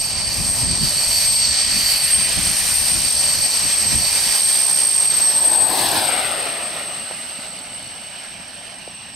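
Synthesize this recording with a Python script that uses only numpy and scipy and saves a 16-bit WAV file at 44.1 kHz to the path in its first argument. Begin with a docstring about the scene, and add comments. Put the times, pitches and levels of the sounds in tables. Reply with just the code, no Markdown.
"""Two turbine whines, hunting and beating, come up a curved park track on a model train that passes close and leaves.
Each whine is a jittered sine; trees and sheds return copies at other Doppler shifts.
Filtered noise makes the jet: intake rush and howl in front, exhaust roar from the side and behind.
Gusts buffet the two microphone ports over a far low rumble; narrow noise bands come and go around the pass.
Wheels knock on rail joints as the train draws away, and a faint short tone peeps near the end."""
import sys
import numpy as np
from scipy import signal
from scipy.fft import rfft, irfft, next_fast_len
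from scipy.io import wavfile
from scipy.ndimage import uniform_filter1d, map_coordinates

SR = 44100
rng = np.random.default_rng(int(sys.argv[2]) if len(sys.argv) > 2 else 0)


def to_wav(s):
    """Save 16-bit WAV."""
    ch = np.atleast_2d(s).T  # columns
    pcm = np.round(np.clip(ch, -1, 1) * 32767)  # PCM
    wavfile.write(sys.argv[1], SR, pcm.astype(np.int16))


N = 403515


def amp(db):
    """Gain of a level in dB."""
    return 10 ** (np.asarray(db) / 20)


def unit(x):
    """x scaled to rms 1."""
    return x / np.sqrt(np.mean(np.abs(x) ** 2) + 1e-20)


def along(points, hz):
    """(hz, value) points interpolated on a log frequency axis."""
    f, v = np.transpose(points)
    return np.interp(np.log(hz + 1), np.log(f + 1), v)


def curves(rows):
    """Each column after start_s, linearly interpolated to one value per sample."""
    s, *cols = np.transpose(rows)
    return [np.interp(np.arange(N) / SR, s, c) for c in cols]


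def bends(rows):
    """Like curves, but cubic: the slope runs on smoothly through each point."""
    s, *cols = np.transpose(rows)
    t = np.arange(N) / SR
    k = np.clip(np.searchsorted(s, t, "right") - 1, 0, len(s) - 2)
    span_s = np.diff(s)[k]
    u = (t - s[k]) / span_s
    out = []
    for c in cols:
        slope = np.gradient(c, s)
        step = (c[k + 1] - c[k]) * u * u * (3 - 2 * u)
        lean = span_s * u * (1 - u) * (slope[k] * (1 - u) - slope[k + 1] * u)
        out.append(c[k] + step + lean)
    return out


def wobble(rate_hz):
    """Smooth random curve, rate_hz knots per second (48 at most)."""
    knots = rng.standard_normal(50 * N // SR)
    coarse = np.arange(0, N + 64, 64)
    values = map_coordinates(knots, [coarse * min(rate_hz, 48) / SR])
    return np.interp(np.arange(N), coarse, values)


def filtered(x, response):
    """x through a complex response of frequency."""
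    m = next_fast_len(N + SR // 2)
    return irfft(rfft(x, m) * response(np.fft.rfftfreq(m, 1 / SR)), m)[..., :N]


def band(lo_hz, hi_hz):
    """Band-pass response with steep slopes."""
    return lambda f: 1 / np.sqrt((1 + (lo_hz / (f + 1)) ** 12) * (1 + (f / hi_hz) ** 12))


def resonance(centre_hz, width_hz):
    """Response of a damped second-order resonator, 1 at its centre."""
    c, w = centre_hz, width_hz
    return lambda f: 1j * f * w / (c * c - f * f + 1j * f * w)


def replayed(pair, speed):
    """Both ports read at a varying speed, which shifts pitch by the same ratio."""
    warp = np.cumsum(speed)
    return np.array([map_coordinates(v, [warp], mode="mirror") for v in pair])


# likeness of the two ports: hz, likeness_0_to_1
PORT_LIKENESS = [(60, 0.8), (300, 1), (700, 0.89), (1500, 0.71), (3000, 0.74), (6800, 0.58), (13000, 0.99)]


def air(patchy_db):
    """Turbulence: two-port noise, partly alike, with time-frequency patches of random gain."""
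    z = signal.stft(rng.standard_normal((2, N)), nperseg=512)[2]
    field = uniform_filter1d(rng.standard_normal(z.shape[1:]), size=8, axis=0)
    field = uniform_filter1d(field, size=12, axis=1)
    pair = signal.istft(z * amp(patchy_db * unit(field)), nperseg=512)[1][:, :N]

    def mid_side_gains(hz):
        angle = np.arccos(np.clip(along(PORT_LIKENESS, hz), -1, 1)) / 2
        return np.array([np.cos(angle), np.sin(angle)])

    mid, side = filtered(pair, mid_side_gains)
    return np.array([mid + side, mid - side])


PASS_S, SPEED_M_PER_S, NEAREST_M = 5.75, 6.2, 1.3


def approach():
    """Cosine between heading and listener on a straight pass: 1 coming, -1 going."""
    ahead_m = SPEED_M_PER_S * (PASS_S - np.arange(N) / SR)
    return ahead_m / np.hypot(ahead_m, NEAREST_M)


# hunting rotors as heard: start_s, whine_a_hz, whine_b_hz
ROTOR_PITCH = [(0.0, 8536, 8407), (0.38, 8562, 8468), (0.76, 8494, 8400), (1.14, 8412, 8373),
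               (1.52, 8364, 8422), (1.9, 8422, 8477), (2.28, 8503, 8535), (2.7, 8550, 8615),
               (3.04, 8480, 8541), (3.36, 8410, 8415), (3.8, 8347, 8425), (4.18, 8423, 8513),
               (4.56, 8487, 8554), (4.94, 8437, 8490), (5.32, 8353, 8353), (5.6, 8325, 8260),
               (5.89, 8259, 8221), (6.35, 8308, 8296), (6.9, 8236, 8202), (7.54, 8125, 8093),
               (7.86, 8138, 8078), (8.5, 8292, 8255), (9.15, 8216, 8191)]


def rotor_pitches():
    """Heard pitch of both whines, hunting through smooth bends."""
    return bends(ROTOR_PITCH)


def tone(hz, fading_db, jitter_hz):
    """Jittered rotor sine, about rms 1, twinkling a little differently at each port."""
    phase = 2 * np.pi * np.cumsum(hz + jitter_hz * wobble(40)) / SR
    shared_db = fading_db * wobble(22)
    own = np.array([wobble(14), wobble(9.2)])
    return np.sqrt(2) * amp(shared_db + 0.47 * own) * np.sin(phase + 0.47 * own[::-1])


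# whine levels: start_s, whine_a_db, whine_b_db
WHINE_LEVELS = [(0, -38, -22.5), (.22, -45, -38), (.5, -28.5, -20.5), (.95, -26, -34), (1.32, -19.5, -29.5),
                (1.9, -25, -29), (2.2, -31.5, -19), (2.45, -26, -25), (2.9, -26, -21), (3.3, -27, -27),
                (3.8, -20, -34), (4.18, -24, -25), (4.5, -16.5, -25.5), (5.06, -22, -17), (5.28, -14, -27),
                (5.5, -24, -15), (5.94, -31.5, -29.5), (6.14, -24.5, -28), (6.45, -49, -30),
                (7.0, -48, -37.5), (8.3, -42, -48), (9.15, -46, -45)]
# weaker rotor tones, as multiples of each whine
ORDER_MULTIPLES = (.5, 1.5)
# mean levels of those tones: start_s, lower_order_db, upper_order_db
ORDER_LEVELS = [(0, -56, -53), (1, -44, -52), (2.4, -43, -49), (3.1, -43, -58), (3.9, -46, -58),
                (4.4, -58, -46), (5.7, -62, -45), (6.4, -66, -64), (6.8, -68, -74), (9.15, -72, -80)]


def rotors(a_hz, b_hz):
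    """Two blade-passing whines that beat, each with weaker orders."""
    a_db, b_db = curves(WHINE_LEVELS)
    out = amp(a_db) * tone(a_hz, 0.75, 3.1) + amp(b_db) * tone(b_hz, 2.35, 2.52)
    for multiple, db in zip(ORDER_MULTIPLES, curves(ORDER_LEVELS)):
        for hz in (a_hz, b_hz):
            out += amp(db + 2.5 * wobble(2.5)) * tone(multiple * hz, 3., 8.)
    return out


# whine thrown back by trees and sheds: start_s, level_db
SCATTER_LEVEL = [(0, -29), (.25, -25), (.5, -32), (1, -25), (1.6, -32), (2.4, -26.5), (3.3, -22),
                 (4.2, -24.5), (4.75, -31), (5.2, -22), (5.6, -28), (6.4, -26.5), (7.2, -31), (9.15, -40)]
SOUND_M_PER_S = 343


def scattered(a_hz, b_hz):
    """Copies of the mean whine, each Doppler-shifted by its scatterer's bearing."""
    t, facing = np.arange(N) / SR, approach()
    mach = SPEED_M_PER_S / SOUND_M_PER_S
    emitted_hz = (a_hz + b_hz) / 2 * (1 - facing * SPEED_M_PER_S / SOUND_M_PER_S)
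    out = np.zeros((2, N))
    for cosine in np.linspace(-1, 1, num=22):
        detour_s = .05 * (1 - cosine * facing)  # a longer path plays an older pitch
        older_hz = np.interp(t - detour_s, t, emitted_hz)
        phase = 2 * np.pi * np.cumsum(older_hz) / SR * (1 + cosine * mach)
        common = wobble(24.) + 1j * wobble(24.)
        apart = np.array([wobble(22.0) + 1j * wobble(24.)]) * [[.7], [-.7]]
        strength_db = 8.5 * cosine * np.clip(facing, 0, 1) - 5 * cosine ** 8
        out += amp(strength_db) * ((common + apart) * np.exp(1j * phase)).real
    scatter_db, = curves(SCATTER_LEVEL)
    return amp(scatter_db) * unit(out)


FALL_START_S, FALL_LASTS_S = .65, .47
FALL_FROM_HZ, FALL_BY_HZ, FALL_DB = 8400, 150, -28.5


def falling_whine():
    """Whine B's downward slide: a tone falling along a quarter sine."""
    past = (np.arange(N) / SR - FALL_START_S) / FALL_LASTS_S
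    gate = np.clip(np.minimum(past, 1 - past) / 0.12 + 1, 0, 1)  # fades lie outside the span
    fall = np.sin(np.pi / 2 * np.clip(past, -1, 1))
    return gate * amp(FALL_DB) * tone(FALL_FROM_HZ - FALL_BY_HZ * fall, 1.2, 4.9)


def whines():
    """Direct rotor tones, whine B's downward slide and the scatter."""
    a_hz, b_hz = rotor_pitches()
    return rotors(a_hz, b_hz) + falling_whine() + scattered(a_hz, b_hz)


# low roar: start_s, level_db
ROAR_LEVEL = [(0, -41.5), (.8, -38), (1.4, -42), (2.2, -39), (2.9, -40.5), (4.2, -37.5), (4.6, -41),
              (5.3, -39.5), (5.58, -36), (5.72, -30), (5.93, -28), (6.35, -35.5), (7.2, -46), (9.15, -51)]
# spectra by side heard: hz, density_db_per_hz
FRONT_SPECTRUM = [(150, -29.5), (400, -21), (625, -12), (1300, -19.5), (1650, -18), (1900, -10.5),
                  (2150, -12), (2460, -8), (2800, -12.5), (3060, -9), (3520, -17), (3940, -12), (5200, -12),
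                  (5700, -10), (6200, -15), (6950, -19), (7400, -15), (9100, -14.5), (10000, -18.5),
                  (10700, -15.5), (13100, -19.5), (14200, -23), (15600, -60)]
SIDE_SPECTRUM = [(50, -16), (105, -8), (180, -9), (328, 4), (430, 3), (498, -1), (559, 3), (811, -0.5),
                 (1380, -11.5), (1750, -11), (2590, -12.5), (3900, -17.5), (5000, -24), (6890, -36),
                 (8890, -22), (12300, -15), (15600, -21)]
REAR_SPECTRUM = [(50, -32), (231, -14), (360, -26), (643, -8), (933, -15), (1500, -16), (1800, -10.5),
                 (2300, -8.5), (2650, -6), (2980, -5.5), (3250, -15.5), (4530, -14.5), (5600, -22),
                 (6200, -23.5), (6500, -28), (7050, -31), (7400, -27), (12600, -32), (15600, -59)]
# inlet resonances heard from the front: centre_hz, width_hz
INLET_RINGS = [(9300, 400), (10800, 700)]
INLET_VS_HISS_DB = -10.5


def rush(rush_db, sizzle_db, hiss_db, flutter_db, shares):
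    """Turbulent noise in four bands, coloured by the side facing the listener, plus inlet ringing."""
    roar_db, = curves(ROAR_LEVEL)
    flow, out = air(patchy_db=1.0), 0
    # level_db, filter span_hz, core_hz over which the level is set
    layers = [(roar_db, (30, 1300), (350, 1300)), (rush_db, (1300, 4500), (1300, 4100)),
              (sizzle_db, (4500, 8300), (4900, 6400)), (hiss_db, (8300, 17000), (9000, 15000))]
    for level_db, span, core in layers:
        for share, spectrum in zip(shares, (FRONT_SPECTRUM, SIDE_SPECTRUM, REAR_SPECTRUM)):
            f = np.linspace(*core, num=400)
            power = np.mean(amp(2 * along(spectrum, f))) * (core[1] - core[0]) * 2 / SR
            coloured = filtered(flow, lambda hz: amp(along(spectrum, hz)) * band(*span)(hz))
            out = out + share * amp(level_db + flutter_db) / np.sqrt(power) * coloured
    ring = lambda f: sum(1 / np.sqrt(w) * resonance(c, w)(f) ** 2 for c, w in INLET_RINGS)
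    inlet_gain = shares[0] * amp(hiss_db + INLET_VS_HISS_DB + flutter_db)
    return out + inlet_gain * unit(filtered(flow, ring))


# base level of the intake howl: start_s, level_db
HOWL_LEVEL = [(0, -29.5), (.2, -27.5), (.55, -31.5), (.74, -26.5), (1.3, -25), (1.9, -21), (2.45, -34),
              (2.9, -32), (3.35, -27.5), (3.7, -31), (4.3, -27.5), (4.6, -31.5), (5.6, -34.5), (5.9, -28),
              (6.3, -42), (7.0, -46), (7.6, -46), (9.15, -52)]
# howl at the reference whine pitch: centre_hz, width_hz, skirt_width_hz, skirt_share_0_to_1
HOWL_SHAPE = (4560, 150, 560, .33)
HOWL_REFERENCE_WHINE_HZ = 8455
RIDING_VS_HISS_DB = -9


def intake_howl(hiss_db, flutter_db, front_share):
    """Duct-resonant noise hunting with the rotors; its product with the whine adds a sum-pitch band."""
    howl_db, = curves(HOWL_LEVEL)
    c, narrow, wide, skirt = HOWL_SHAPE
    duct = lambda f: resonance(c, narrow)(f) ** 2 + skirt * resonance(c, wide)(f) ** 2
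    noise = filtered(air(patchy_db=1.3), duct)
    whine_hz = np.mean(rotor_pitches(), axis=0)
    howl = unit(replayed(noise, (whine_hz / HOWL_REFERENCE_WHINE_HZ) ** .8 + .003 * wobble(5.)))
    whine = np.sin(2 * np.pi * np.cumsum(whine_hz) / SR)
    riding = unit(filtered(howl * whine, band(10000, 20000)))
    breaks_db = .8 * wobble(11.) + .6 * flutter_db
    direct = amp(howl_db - 4.2 * (1 - approach()) + 1 + breaks_db) * howl
    return direct + front_share * amp(hiss_db + RIDING_VS_HISS_DB + breaks_db) * riding


# jet noise levels: start_s, rush_db, sizzle_db
JET_LEVELS = [(0, -37, -34), (.25, -35, -34.5), (.55, -37, -33), (.8, -33.5, -33), (1.25, -32, -28),
              (1.42, -34, -30), (1.72, -28.5, -28), (2, -29, -34.5), (2.55, -28, -31), (2.95, -32.5, -31.5),
              (4.05, -32, -31), (4.3, -30, -30), (4.55, -34.5, -33), (5.05, -35.5, -36.5),
              (5.64, -38.5, -41), (5.76, -30.5, -32), (5.92, -30.5, -31.5), (6.15, -29, -39),
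              (6.6, -36.5, -46), (7.4, -42.5, -51), (9.15, -45, -57)]
HISS_VS_SIZZLE_DB, HISS_BEHIND_DB = -3.5, -6  # second: further change with the train gone by
# brief ducks and flares of the top hiss: centre_s, half_width_s, change_db
HISS_FLICKERS = [(.21, .11, -13), (.72, .09, -13), (1.55, .16, -13), (1.98, .17, 7), (2.68, .18, 4.5),
                 (3.75, .15, -3)]
CHOP_CENTRE_S, CHOP_HALF_WIDTH_S, CHOP_DEPTH_DB = 5.15, .3, 2.2


def jet():
    """Rush and howl sharing one flutter, which stutters just before the pass."""
    rush_db, sizzle_db = curves(JET_LEVELS)
    facing, t = approach(), np.arange(N) / SR
    hiss_db = sizzle_db + HISS_VS_SIZZLE_DB + HISS_BEHIND_DB * np.clip(-facing, 0, 1)
    hiss_db += sum(db * np.exp(-((t - s) / half) ** 4) for s, half, db in HISS_FLICKERS)
    ahead, behind = np.clip(facing, 0, 1) ** 4., np.clip(-facing, 0, 1) ** 42.
    shares = np.sqrt([ahead, 1 - ahead - behind, behind])
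    chop_db = CHOP_DEPTH_DB * np.exp(-((t - CHOP_CENTRE_S) / CHOP_HALF_WIDTH_S) ** 2)
    flutter_db = .45 * wobble(14.) + 0.8 * wobble(30.) + chop_db * wobble(36.)
    return rush(rush_db, sizzle_db, hiss_db, flutter_db, shares) + intake_howl(hiss_db, flutter_db, shares[0])


# steady buffeting: start_s, level_db
BREEZE_LEVEL = [(0, -35.5), (.9, -34), (1.5, -38.5), (3.2, -39.5), (4.2, -43), (4.7, -50), (5.7, -50),
                (6.6, -58), (9.15, -55)]
# gusts on the ports: peak_s, peak_db, rise_s_per_20_db, dying_s_per_20_db
GUST_EVENTS = [(.5, -36, .4, .1), (.63, -25, .04, .12), (.7, -29, .05, .15), (.83, -21, .03, .06),
               (1.77, -30, .05, 0.1), (2.19, -38, 0.05, .15), (2.378, -22, .02, .04), (2.46, -33, .05, .12),
               (2.96, -35, 0.14, .1), (3.06, -33, .05, .05), (3.39, -35, .08, .06), (3.655, -31, .03, .04),
               (3.85, -37, .05, .08), (3.95, -24, .07, .07), (4.27, -36, .03, .05)]
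# wind spectrum: hz, density_db_per_hz
WIND_SPECTRUM = [(15, -36), (25, -6.5), (70, 1), (167, -2.5), (226, -5), (450, -21), (580, -49),
                 (990, -120)]
GUST_LOW_HZ = 70  # gusts carry little below this


def wind():
    """Lumpy buffeting with sudden gusts; the deepest part presses both ports alike, the rest differs."""
    breeze_db, = curves(BREEZE_LEVEL)
    t = np.arange(N) / SR
    gusts = sum(amp(db - 20 * np.maximum((s - t) / rise, (t - s) / dies))
                for s, db, rise, dies in GUST_EVENTS)
    noise = rng.standard_normal((3, N))
    lumps = amp(1.9 * np.array([wobble(15.), wobble(15.)]) + 2.4 * wobble(22.02))
    own = filtered(noise[:2], lambda hz: amp(along(WIND_SPECTRUM, hz)))
    deep_tilt = [(30, 7), (200, -4.5)]  # hz, db
    both = filtered(noise[2], lambda hz: amp(along(WIND_SPECTRUM, hz) + along(deep_tilt, hz)))
    thin = filtered(own + both, lambda hz: hz ** 2 / (hz ** 2 + GUST_LOW_HZ ** 2))
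    return amp(breeze_db) * unit(lumps * (own + both)) + gusts * unit(thin)


# far rumble: hz, density_db_per_hz
DISTANT_SPECTRUM = [(40, -14), (170, -0.5), (260, -3), (420, -21.5)]


def park():
    """Far low rumble: band-limited noise with a slightly wavering level."""
    rumble = filtered(air(patchy_db=2.0), lambda hz: amp(along(DISTANT_SPECTRUM, hz)) * band(30, 600)(hz))
    return amp(-49.5 + 0.91 * wobble(4.1)) * unit(rumble)


def hum(shape, db, sag=0, wander=.008, slide_hz=None):
    """Noise through one resonance; its pitch wanders, sags through the pass or follows a curve."""
    centre_hz, width_hz = shape
    rung = filtered(air(patchy_db=1.5), lambda f: resonance(centre_hz, width_hz)(f) ** 2)
    ratio = 1 if slide_hz is None else slide_hz / centre_hz
    return amp(db) * unit(replayed(rung, ratio + sag * approach() + wander * wobble(2.5)))


def sliding(width_hz, rows):
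    """A noise band following its level and pitch columns; width_hz holds at the mean pitch."""
    db, hz = curves(rows)
    return hum((hz.mean(), width_hz), db, slide_hz=hz)


# upper intake band: centre_hz, width_hz
UPPER_SHAPE = (5620, 450)
# its level: start_s, level_db
UPPER_LEVEL = [(.7, -48), (1.5, -36), (2.1, -48), (2.7, -36), (3.3, -42), (4.2, -35), (4.5, -40),
               (5.35, -34), (5.65, -52)]


def upper_intake():
    """Upper intake noise band that comes and goes."""
    return hum(UPPER_SHAPE, *curves(UPPER_LEVEL))


# echo off the grass: start_s, delay_ms, strength_0_to_1
GROUND_ECHO = [(5.2, 1.15, .1), (5.6, 1.18, .4), (5.8, 1.05, .55), (6.05, 1.3, .55), (6.22, 1.45, .48),
               (6.55, 1.6, .25), (9.15, 1.1, .2)]


def ground(x):
    """Grass returns the lower part a moment late; the comb slides as the train goes by."""
    late_ms, strength = curves(GROUND_ECHO)
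    soft = filtered(x, band(30, 2200))
    older = np.arange(N) - late_ms * SR / 1000
    return x + np.clip(strength, 0, 1) * np.array([map_coordinates(v, [older]) for v in soft])


# low roar band around the pass: start_s, level_db, pitch_hz
PASS_BAND = [(5.2, -60, 840), (5.52, -32, 830), (5.98, -30, 790), (6.3, -37, 740), (6.6, -43, 640),
             (6.86, -44, 740), (7.0, -60, 740)]


def pass_band():
    """Low roar band around the pass, sliding down and back up in pitch."""
    return sliding(250, PASS_BAND)


# bright exhaust band: centre_hz, width_hz
BLAST_SHAPE = (4300, 2200)
# its level: start_s, level_db
BLAST_LEVEL = [(5.64, -52), (5.78, -36), (5.9, -31), (6.02, -36), (6.22, -36), (6.6, -55)]


def exhaust_blast():
    """Bright exhaust band sweeping down through the pass."""
    return hum(BLAST_SHAPE, *curves(BLAST_LEVEL), sag=.3)


# thin howl from behind: centre_hz, width_hz
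AFT_HOWL_SHAPE = (4450, 45)
# its level: start_s, level_db
AFT_HOWL_LEVEL = [(6.3, -70), (7.3, -49), (7.95, -49.5), (8.2, -58), (9.15, -57)]


def aft_howl():
    """Narrow, nearly steady resonance heard from behind."""
    return hum(AFT_HOWL_SHAPE, *curves(AFT_HOWL_LEVEL), wander=.003)


# exhaust resonance: start_s, level_db, pitch_hz
TAIL_PIPE_RING = [(6.7, -66, 2880), (6.83, -41, 2880), (7.35, -50, 2990), (8.03, -45.5, 2940),
                  (8.3, -50, 3020), (8.68, -48, 3070), (8.85, -50, 2750), (9.15, -52, 2800)]


def tail_pipe():
    """Exhaust resonance of sliding pitch."""
    return sliding(200, TAIL_PIPE_RING)


# wheels over rail joints: start_s, envelope_peak_db, pitch_hz
JOINT_KNOCKS = [(7.1099, -20, 690), (7.118, -27, 700), (7.386, -31, 218), (7.864, -35, 194),
                (8.8757, -22.5, 570)]
KNOCK_CYCLES = 2.6


def joints():
    """Dull knocks of wheel on rail end: a few sine cycles that swell and die."""
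    out = np.zeros(N + SR)
    for s, db, hz in JOINT_KNOCKS:
        cycles = np.arange(0, KNOCK_CYCLES, hz / SR)
        knock = np.hanning(len(cycles)) * np.sin(2 * np.pi * (cycles - KNOCK_CYCLES / 2))
        out[round(s * SR):][:len(cycles)] += amp(db) * knock
    return out[:N]


# faint short tone: centre_s, half_width_s, pitch_hz, peak_db
PEEP_TONE = (8.68, .07, 2130, -52)


def peep():
    """One faint sine of steady pitch that swells and fades."""
    s, half, hz, db = PEEP_TONE
    t = np.arange(N) / SR
    return amp(db) * np.exp(-((t - s) / half) ** 2) * np.sin(2 * np.pi * hz * t)


# level difference, left over right: start_s, whine_db, rush_db
PORT_BALANCE = [(0, 0.5, -1.5), (3.5, 1.5, -2), (4.6, -2.5, -1.5), (5.27, -2, -2), (5.73, 8.5, 0.5),
                (6.17, 10.5, -1), (6.5, 5, -2.5), (7.3, 0, -2.5), (9.15, 0, -3.5)]
# phase lead of the left port: hz, lead_rad
LEFT_LEAD = [(300, -0.76), (1300, -0.086), (1900, -0.8), (4500, 0.2)]
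# how much the left port favours each pitch: hz, left_over_right_db
LEFT_TILT = [(300, -0.5), (1300, 1.5), (2200, 0.5), (5000, -1), (11000, 2)]


def scene():
    """The train, placed left or right, plus wind and far rumble."""
    whine_db, rush_db = curves(PORT_BALANCE)
    sides = np.array([[.5], [-.5]])
    bands = upper_intake() + pass_band() + aft_howl() + tail_pipe()
    train = ground(jet() + exhaust_blast()) + bands + joints() + peep()
    placing = lambda hz: np.exp(1j * along(LEFT_LEAD, hz) * sides) * amp(along(LEFT_TILT, hz) * sides)
    noise = filtered(train, placing) * amp(rush_db * sides)
    return noise + whines() * amp(whine_db * sides) + wind() + park()


TOP_HZ = 15700


def record(dry):
    """Sharp band limit: nothing passes at or above TOP_HZ."""
    return filtered(dry, lambda hz: hz < TOP_HZ)


dry = scene()
out = record(dry)
to_wav(out)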